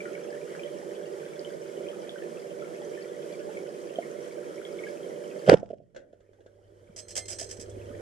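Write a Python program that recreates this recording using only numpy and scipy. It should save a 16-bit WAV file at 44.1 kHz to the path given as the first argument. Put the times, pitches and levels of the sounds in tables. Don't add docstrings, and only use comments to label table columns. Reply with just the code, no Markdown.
import sys
import numpy as np
from scipy import signal
from scipy.fft import rfft, irfft, next_fast_len
from scipy.io import wavfile
from scipy.ndimage import uniform_filter1d, map_coordinates

SR = 44100
rng = np.random.default_rng(int(sys.argv[2]) if len(sys.argv) > 2 else 0)


def put_to_file(sound):
    columns = np.atleast_2d(sound).T
    safe = np.clip(columns, -1, 1)
    whole_steps = np.round(safe * 32767)
    wavfile.write(sys.argv[1], SR, whole_steps.astype(np.int16))


N = 353232

# [freq_hz, level_db]
GRIT_SPECTRUM = [(60, -14), (160, 8), (260, -5.5), (750, 5.5), (1150, -8.5), (1450, -0.5), (2400, -15.5),
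                 (3200, -11), (3900, -26.5), (5300, -21), (6700, -30.5), (8000, -28), (10500, -40),
                 (15000, -74)]


def gun(slide_db=8.0, wash_db=-3.0, flutter_db=3.5, wet_db=-34, slide_wet_db=-14, bump_wet_db=-18):
    # [start_s, level_db, pitch_hz]
    action_hits = [(5.4755, -12, 567), (5.474, -4.5, 121), (5.485, -9.5, 543), (5.4915, 24.5, 456),
                   (5.4955, 22, 680), (5.516, 32, 508), (5.5235, 26, 309), (5.5275, 18, 601),
                   (5.5378, 34.5, 490)]
    # [start_s, level_db, pitch_hz]
    case_bumps = [(3.9838, -17, 616), (5.6275, 12.5, 570), (5.7015, 5.5, 590), (5.7055, 6, 510),
                  (5.7285, 5.5, 564), (5.7335, 5.5, 558), (5.7995, -9, 574), (6.13, -11.5, 530),
                  (6.288, -20.5, 451), (6.404, -22.5, 419), (6.459, -18, 510), (6.718, -27.5, 395),
                  (6.889, -30, 186), (7.333, -25, 518), (7.413, -21.5, 640), (7.584, -34, 228),
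                  (7.764, -32.5, 288), (7.9, -35, 259)]
    # [freq_hz, gain_db]
    wall_gain = [(250, 1), (450, -1), (620, -1), (685, 4.5), (750, -7), (840, -23.5), (1100, -19.5),
                 (1500, -5)]
    # [start_s, level_db]
    crack_hit = [(5.4972, 28.5)]
    # [freq_hz, level_db]
    crack_spectrum = [(300, -16), (900, -3), (1450, 10), (2100, -1), (2700, -2), (3200, 5), (4300, -8),
                      (5000, -3), (5600, -4), (6500, -17), (8000, -15), (11000, -28), (15000, -39)]
    # [start_s, level_db]
    steel_snaps = [(5.4635, -37), (5.468, -34), (5.4735, -32), (5.478, -37), (5.486, -29), (5.4945, 12.5),
                   (5.529, 0), (5.5395, 11), (5.569, -6), (5.573, -3), (5.583, -7), (5.659, -18),
                   (5.69, -20), (5.7035, -20), (5.709, -21), (5.716, -22), (5.735, -32), (5.742, -29),
                   (5.783, -32)]
    # [freq_hz, level_db]
    snap_spectrum = [(300, -22), (900, -5.5), (1450, 9.5), (2200, -4.5), (3150, 1), (4100, -12), (5200, -4),
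                     (6500, -15.5), (8000, -13.5), (11000, -31), (15000, -43)]
    # [freq_hz, level_db]
    wash_spectrum = [(15, -17), (50, -11), (150, -2.5), (220, -7), (450, -12), (750, -35), (1080, -53),
                     (1480, -39.5), (2200, -40), (3200, -33), (4200, -44.5), (5500, -35), (8000, -40),
                     (15000, -87)]

    action = thumps(action_hits, swell_cycles=2.5, grit_db=-20, push_hz=163, push_db=-12.5, push_s=.008)
    bumps = thumps(case_bumps, swell_cycles=2.12, grit_db=-26, push_hz=298, push_db=-12, push_s=0.0035)
    bumps = coloured(bumps, lambda hz: along(wall_gain, hz))
    crack = contacts(crack_hit, t60=.0062, attack=.0003) * rush(crack_spectrum)
    snaps = contacts(steel_snaps, t60=0.018, attack=0.00044) * rush(snap_spectrum)
    shot = action + bumps + crack + snaps

    sliding = np.interp(np.arange(N) / SR, [5.497, 5.5, 5.542, 5.545], [0, .6, 1.6, 0])
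    slide = amp(slide_db) * sliding * rush(GRIT_SPECTRUM)

    churn = contacts([(5.5, wash_db)], t60=0.5, attack=.005)
    wash = churn * amp(flutter_db * wobble(130)) * rush(wash_spectrum)

    to_pool = amp(wet_db) * shot + amp(slide_wet_db) * slide + amp(bump_wet_db) * bumps
    return shot + slide + wash + pool(to_pool)


def thumps(table, swell_cycles, grit_db, push_hz, push_db, push_s):
    t = np.arange(SR // 8) / SR
    tone, grit = np.zeros(N), np.zeros(N)

    def swell(peak_s):
        return (t / peak_s * np.exp(1 - t / peak_s)) ** 6

    for s, db, hz in table:
        shape = amp(db) * swell(swell_cycles / hz)
        push = amp(db + push_db) * swell(push_s) * np.sin(2 * np.pi * push_hz * t)
        add(tone, s, shape * np.sin(2 * np.pi * hz * t) + push)
        add(grit, s, shape)
    return tone + amp(grit_db) * grit * rush(GRIT_SPECTRUM)


def target(level_db=4, wet_db=-4):
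    # [start_s, level_db]
    strikes = [(5.947, -19), (5.962, -7), (5.972, -15.5), (6.128, -29.5), (6.205, -31), (6.332, -33),
               (6.405, -32.5), (6.462, -28)]
    # [freq_hz, level_db]
    board_spectrum = [(100, -12), (300, 3.5), (600, 19), (800, -22), (1100, -18), (1550, 5), (2300, -15),
                      (3200, -9), (4500, -18), (7000, -15), (9000, -29), (14000, -51)]
    blows = amp(level_db) * contacts(strikes, t60=0.057, attack=0.00072) * rush(board_spectrum)
    return blows + amp(wet_db) * pool(blows)


def skitter(level_db=1.24, wet_db=-10, slap_t60=0.076, slap_attack=0.0022, impacts_per_s=2700,
            right_db=1, ring_loss_db_per_s=18):
    # [start_s, relative level_db]
    slaps = [(6.9614, -23), (6.975, -23.5), (6.986, -21.5), (6.995, -27), (7.081, -27.5), (7.09, -31),
             (7.105, -24.5), (7.114, -30), (7.153, -18), (7.163, -12.5), (7.175, -12.5), (7.186, -28),
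             (7.253, -31), (7.281, -22), (7.292, -23), (7.301, -19.5), (7.313, -24), (7.325, -20.5),
             (7.356, -37), (7.385, -22), (7.396, -23), (7.406, -22.5), (7.423, -24.5), (7.44, -32.5),
             (7.465, -39), (7.488, -34.5), (7.498, -32), (7.509, -25.5), (7.527, -33), (7.567, -39),
             (7.596, -31), (7.61, -33.5), (7.623, -37), (7.694, -42.5)]
    # [freq_hz, level_db at the hardest slap before settling,
    # t60_s, loss (dB lost per dB that a slap is softer)]
    shaft_modes = [(2083, -28.5, 0.36, 4.5), (4172, -39, 0.62, 1.2), (6255, -38.5, 0.48, 0.55),
                   (8333, -36, 0.55, .75)]
    # [freq_hz, level_db]
    tile_spectrum = [(150, -10), (400, -12.5), (600, 6), (750, -7.5), (950, -18.5), (1700, -8), (2400, -10),
                     (3200, -10), (3900, -13.5), (4600, -9), (5200, -3), (6300, -1.5), (7000, -2.5),
                     (8100, -4), (9000, -9.5), (11000, -20.5), (15000, -31)]
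    # [freq_hz, width_hz, boost_db]
    chatter_resonances = [(1750, 44, 8), (3210, 80, 11), (5030, 60, 11), (5120, 50, 9), (5260, 80, 5),
                          (5730, 55, 8), (6050, 81, 8), (6413, 45, 8), (7550, 55, 6), (7870, 114, 14.5),
                          (8035, 70, 9), (8835, 45, 7), (9360, 90, 10.5), (10400, 60, 10)]

    t, ring = np.arange(N) / SR, np.zeros(N)
    when, strength = np.transpose(slaps)
    for hz, level, t60, loss in shaft_modes:
        softer = strength.max() - strength
        drive = level - loss * softer - ring_loss_db_per_s * (when - when[0])
        drive = drive + rng.normal(0, 2, len(when))
        flutter = amp(2.5 * wobble(30))
        ring += flutter * contacts(zip(when, drive), t60, attack=0.01) * np.sin(2 * np.pi * hz * t)

    impacts = rng.standard_normal((2, N)) * (rng.random((2, N)) < impacts_per_s / SR)
    rung = coloured(impacts, lambda hz: along(tile_spectrum, hz) + peaked(chatter_resonances, hz))
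    chatter = unit(ports(rung))
    scrape = amp(level_db) * contacts(slaps, slap_t60, slap_attack) * chatter
    return (scrape + amp(wet_db) * pool(scrape) + ring) * amp([[-right_db], [right_db]])


def fizz(hiss_db=-54.0, crackle_db=-1, wet_db=-3):
    # [rate_per_s, centre_hz, pitch_spread (log units), life_cycles,
    # level_db before crackle_db and the spread of loudness]
    families = [(46, 1600, .14, 5.5, -48), (56, 2200, .14, 6, -48), (20, 3170, .045, 9, -48.5),
                (30, 5400, .1, 6, -49), (5, 8000, .15, 4, -51), (8, 640, .15, 4, -44)]
    # [start_s, level_db, pitch_hz, life_cycles]
    near_pops = [(.004, -30, 2330, 9), (.0528, -34, 1412, 13), (.056, -25, 1910, 1.9),
                 (.1505, -34, 2250, 9.9), (.3262, -33, 1755, 8.9), (.551, -17.5, 1600, 1.1),
                 (.5935, -34, 2420, 9.5), (0.634, -33.5, 3120, 10.7), (1.394, -23, 4820, 2.1),
                 (1.448, -32.5, 3090, 11), (1.886, -33, 3110, 9.1), (2.093, -24, 3360, 4),
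                 (2.158, -34.5, 1540, 7.6), (2.222, -32.5, 1780, 4.9), (2.62, -35.5, 1360, 8.7),
                 (2.975, -36, 1780, 10), (3.57, -33.5, 2235, 12.4), (3.957, -34, 3180, 13),
                 (4.024, -35, 2120, 8), (4.651, -31.5, 3300, 8.6), (4.79, -36, 2200, 9),
                 (4.8369, -31.5, 2200, 11), (4.867, -35, 1660, 12)]
    # [freq_hz, level_db]
    hiss_spectrum = [(500, -25), (900, 2.5), (1400, 3.5), (2300, -3.5), (2700, -10.5), (3150, -2),
                     (3600, -10.5), (4400, -11), (5400, -7.5), (8000, -9), (10000, -11.5), (12400, -18.5),
                     (15000, -31.5)]

    out = np.zeros((2, N))
    for rate, centre, spread, cycles, db in families:
        for when, rank, pitch in rng.random((int(rate * N / SR), 3)):
            hz = centre * np.exp(spread * np.sqrt(3) * (2 * pitch - 1))
            loudness = amp(db - 3 * np.log(rank + .02))
            add(out, when * N / SR, amp(crackle_db) * loudness * bubble(hz, cycles))
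    for s, db, hz, cycles in near_pops:
        add(out, s, amp(db) * bubble(hz, cycles))
    hiss = amp(hiss_db + 0.77 * wobble(12)) * rush(hiss_spectrum)
    return out + amp(wet_db) * pool(out) + hiss


def bubble(hz, cycles):
    turns = hz * np.arange(SR // 20) / SR
    envelope = np.exp(-turns / cycles) * (1 - np.exp(-turns / 2))
    return envelope * np.sin(2 * np.pi * (turns + rng.random((2, 1))))


def pump(flow_db=-41, drift=0.85, waver_db=2):
    # [freq_hz, level_db (sine peak)]
    motor_lines = [(80, -52.5), (100.3, -42), (344, -52.5), (360, -49.5), (392.5, -46.5), (441.4, -48.5),
                   (476, -51.5), (491, -47.5), (582, -48)]
    # [freq_hz, level_db]
    flow_spectrum = [(15, -8.5), (40, 0), (100, -4), (165, -4), (270, -11.5), (340, 0), (490, -2.5),
                     (525, -1.5), (590, 3), (630, -5), (690, -12), (790, -18), (1000, -26), (2000, -70)]

    t, lines = np.arange(N) / SR, np.zeros(N)
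    for hz, db in motor_lines:
        level = amp(db + waver_db * wobble(4))
        lines += level * np.sin(2 * np.pi * hz * t + drift * wobble(2.5))
    lumps = amp(1.1 * wobble(35))
    flow = amp(flow_db + 0.88 * wobble(12)) * rush(flow_spectrum)
    return lumps * (lines + flow)


def pool(x):
    # [freq_hz, t60_s]
    decay = [(100, 0.98), (500, 0.38), (1500, 0.26), (4000, 0.15), (8000, 0.16), (14000, 0.23)]
    hz, t, z = signal.stft(rng.standard_normal((2, SR // 2)), SR, nperseg=256)
    fade = amp(-60 * t / along(decay, hz)[:, None])
    tail = signal.istft(z * fade, SR, nperseg=256)[1]
    tail = ports(tail)[:, :SR // 2]
    return signal.fftconvolve(x, tail / np.linalg.norm(tail[0]), axes=1)[:, :N]


def ports(pair):
    # [freq_hz, correlation]
    likeness = [(60, 4), (140, -0.35), (300, 1.5), (630, -0.23), (1380, -0.83), (2200, 0.33), (3050, 0.97),
                (6000, 0), (14000, 0)]

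    def turn(hz):
        return np.arccos(np.clip(along(likeness, hz), -1, 1)) / 2

    mid, side = filtered(pair, lambda hz: np.array([np.cos(turn(hz)), np.sin(turn(hz))]))
    return np.array([mid + side, mid - side])


def rush(spectrum):
    noise = filtered(rng.standard_normal((2, N)), lambda hz: amp(along(spectrum, hz)))
    return unit(ports(noise))


def contacts(table, t60, attack):
    t, power = np.arange(SR // 2) / SR, np.zeros(N)
    for s, db in table:
        envelope = amp(db - 60 * t / t60) * (1 - np.exp(-t / attack))
        add(power, s, envelope ** 2)
    return np.sqrt(power)


def coloured(x, gain_db):
    m = next_fast_len(N + SR // 2, real=True)
    cepstrum = irfft(np.log(amp(gain_db(np.fft.rfftfreq(m, 1 / SR)))), m)
    cepstrum[..., 1:m // 2] *= 2
    cepstrum[..., m // 2 + 1:] = 0
    return irfft(rfft(x, m) * np.exp(rfft(cepstrum)), m)[..., :N]


def peaked(resonances, hz):
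    return sum(db / (1 + (2 * (hz - centre) / width) ** 2) for centre, width, db in resonances)


def filtered(x, response):
    m = next_fast_len(N + SR // 2)
    return irfft(rfft(x, m) * response(np.fft.rfftfreq(m, 1 / SR)), m)[..., :N]


def add(track, s, sound):
    part = track[..., max(round(s * SR), 0):][..., :sound.shape[-1]]
    part += sound[..., :part.shape[-1]]


def wobble(rate):
    knots = rng.standard_normal(int(N * rate / SR) + 4)
    return map_coordinates(knots, [np.arange(N) * rate / SR])


def along(points, hz):
    f, v = np.transpose(points)
    return np.interp(np.log(hz + 1), np.log(f + 1), v)


def amp(db):
    return 10 ** (np.asarray(db) / 20)


def unit(x):
    return x / np.sqrt(np.mean(x ** 2) + 1e-20)


def scene():
    # [freq_hz, left_minus_right_db]
    balance = [(110, 1.5), (200, -1), (370, -7), (690, -6.5), (1270, -0.5), (2330, 2), (4300, -2.5),
               (7900, -4), (14600, 0)]
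    water = pump() + fizz() + gun() + target() + skitter()
    return coloured(water, lambda hz: np.array([along(balance, hz), -along(balance, hz)]) / 2)


def ducking(x, ceiling_db=0, recovery=4.44, ease=1.393):
    peaks = np.abs(uniform_filter1d(x, size=8)).max(axis=0)
    peaks = np.roll(peaks, -SR // 1000)
    over = np.maximum(20 * np.log10(peaks + 1e-9) - ceiling_db, 0) ** (1 / ease)
    slope = recovery * np.arange(N) / SR
    held = np.maximum.accumulate(over + slope) - slope
    return uniform_filter1d(np.abs(held) ** ease, size=24)


def record(dry, low_cut_hz=138, leak_db=-35, open_db=-9, open_s=0.009, top_hz=15150):
    x = dry * amp(-ducking(dry))
    bass = (1 - amp(leak_db)) * filtered(x, lambda hz: 1 / (1 + (hz / low_cut_hz) ** 20))
    loud = np.abs(dry).max(axis=0) > amp(open_db)
    opened = np.minimum(np.cumsum(loud) / SR / open_s, 1) ** 2
    x = x - (1 - opened) * bass
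    x = x / (1 + np.abs(x) ** 8) ** (1 / 8)
    return filtered(x, lambda hz: 1 / (1 + (hz / top_hz) ** 120))


dry = scene()
out = record(dry)
put_to_file(out)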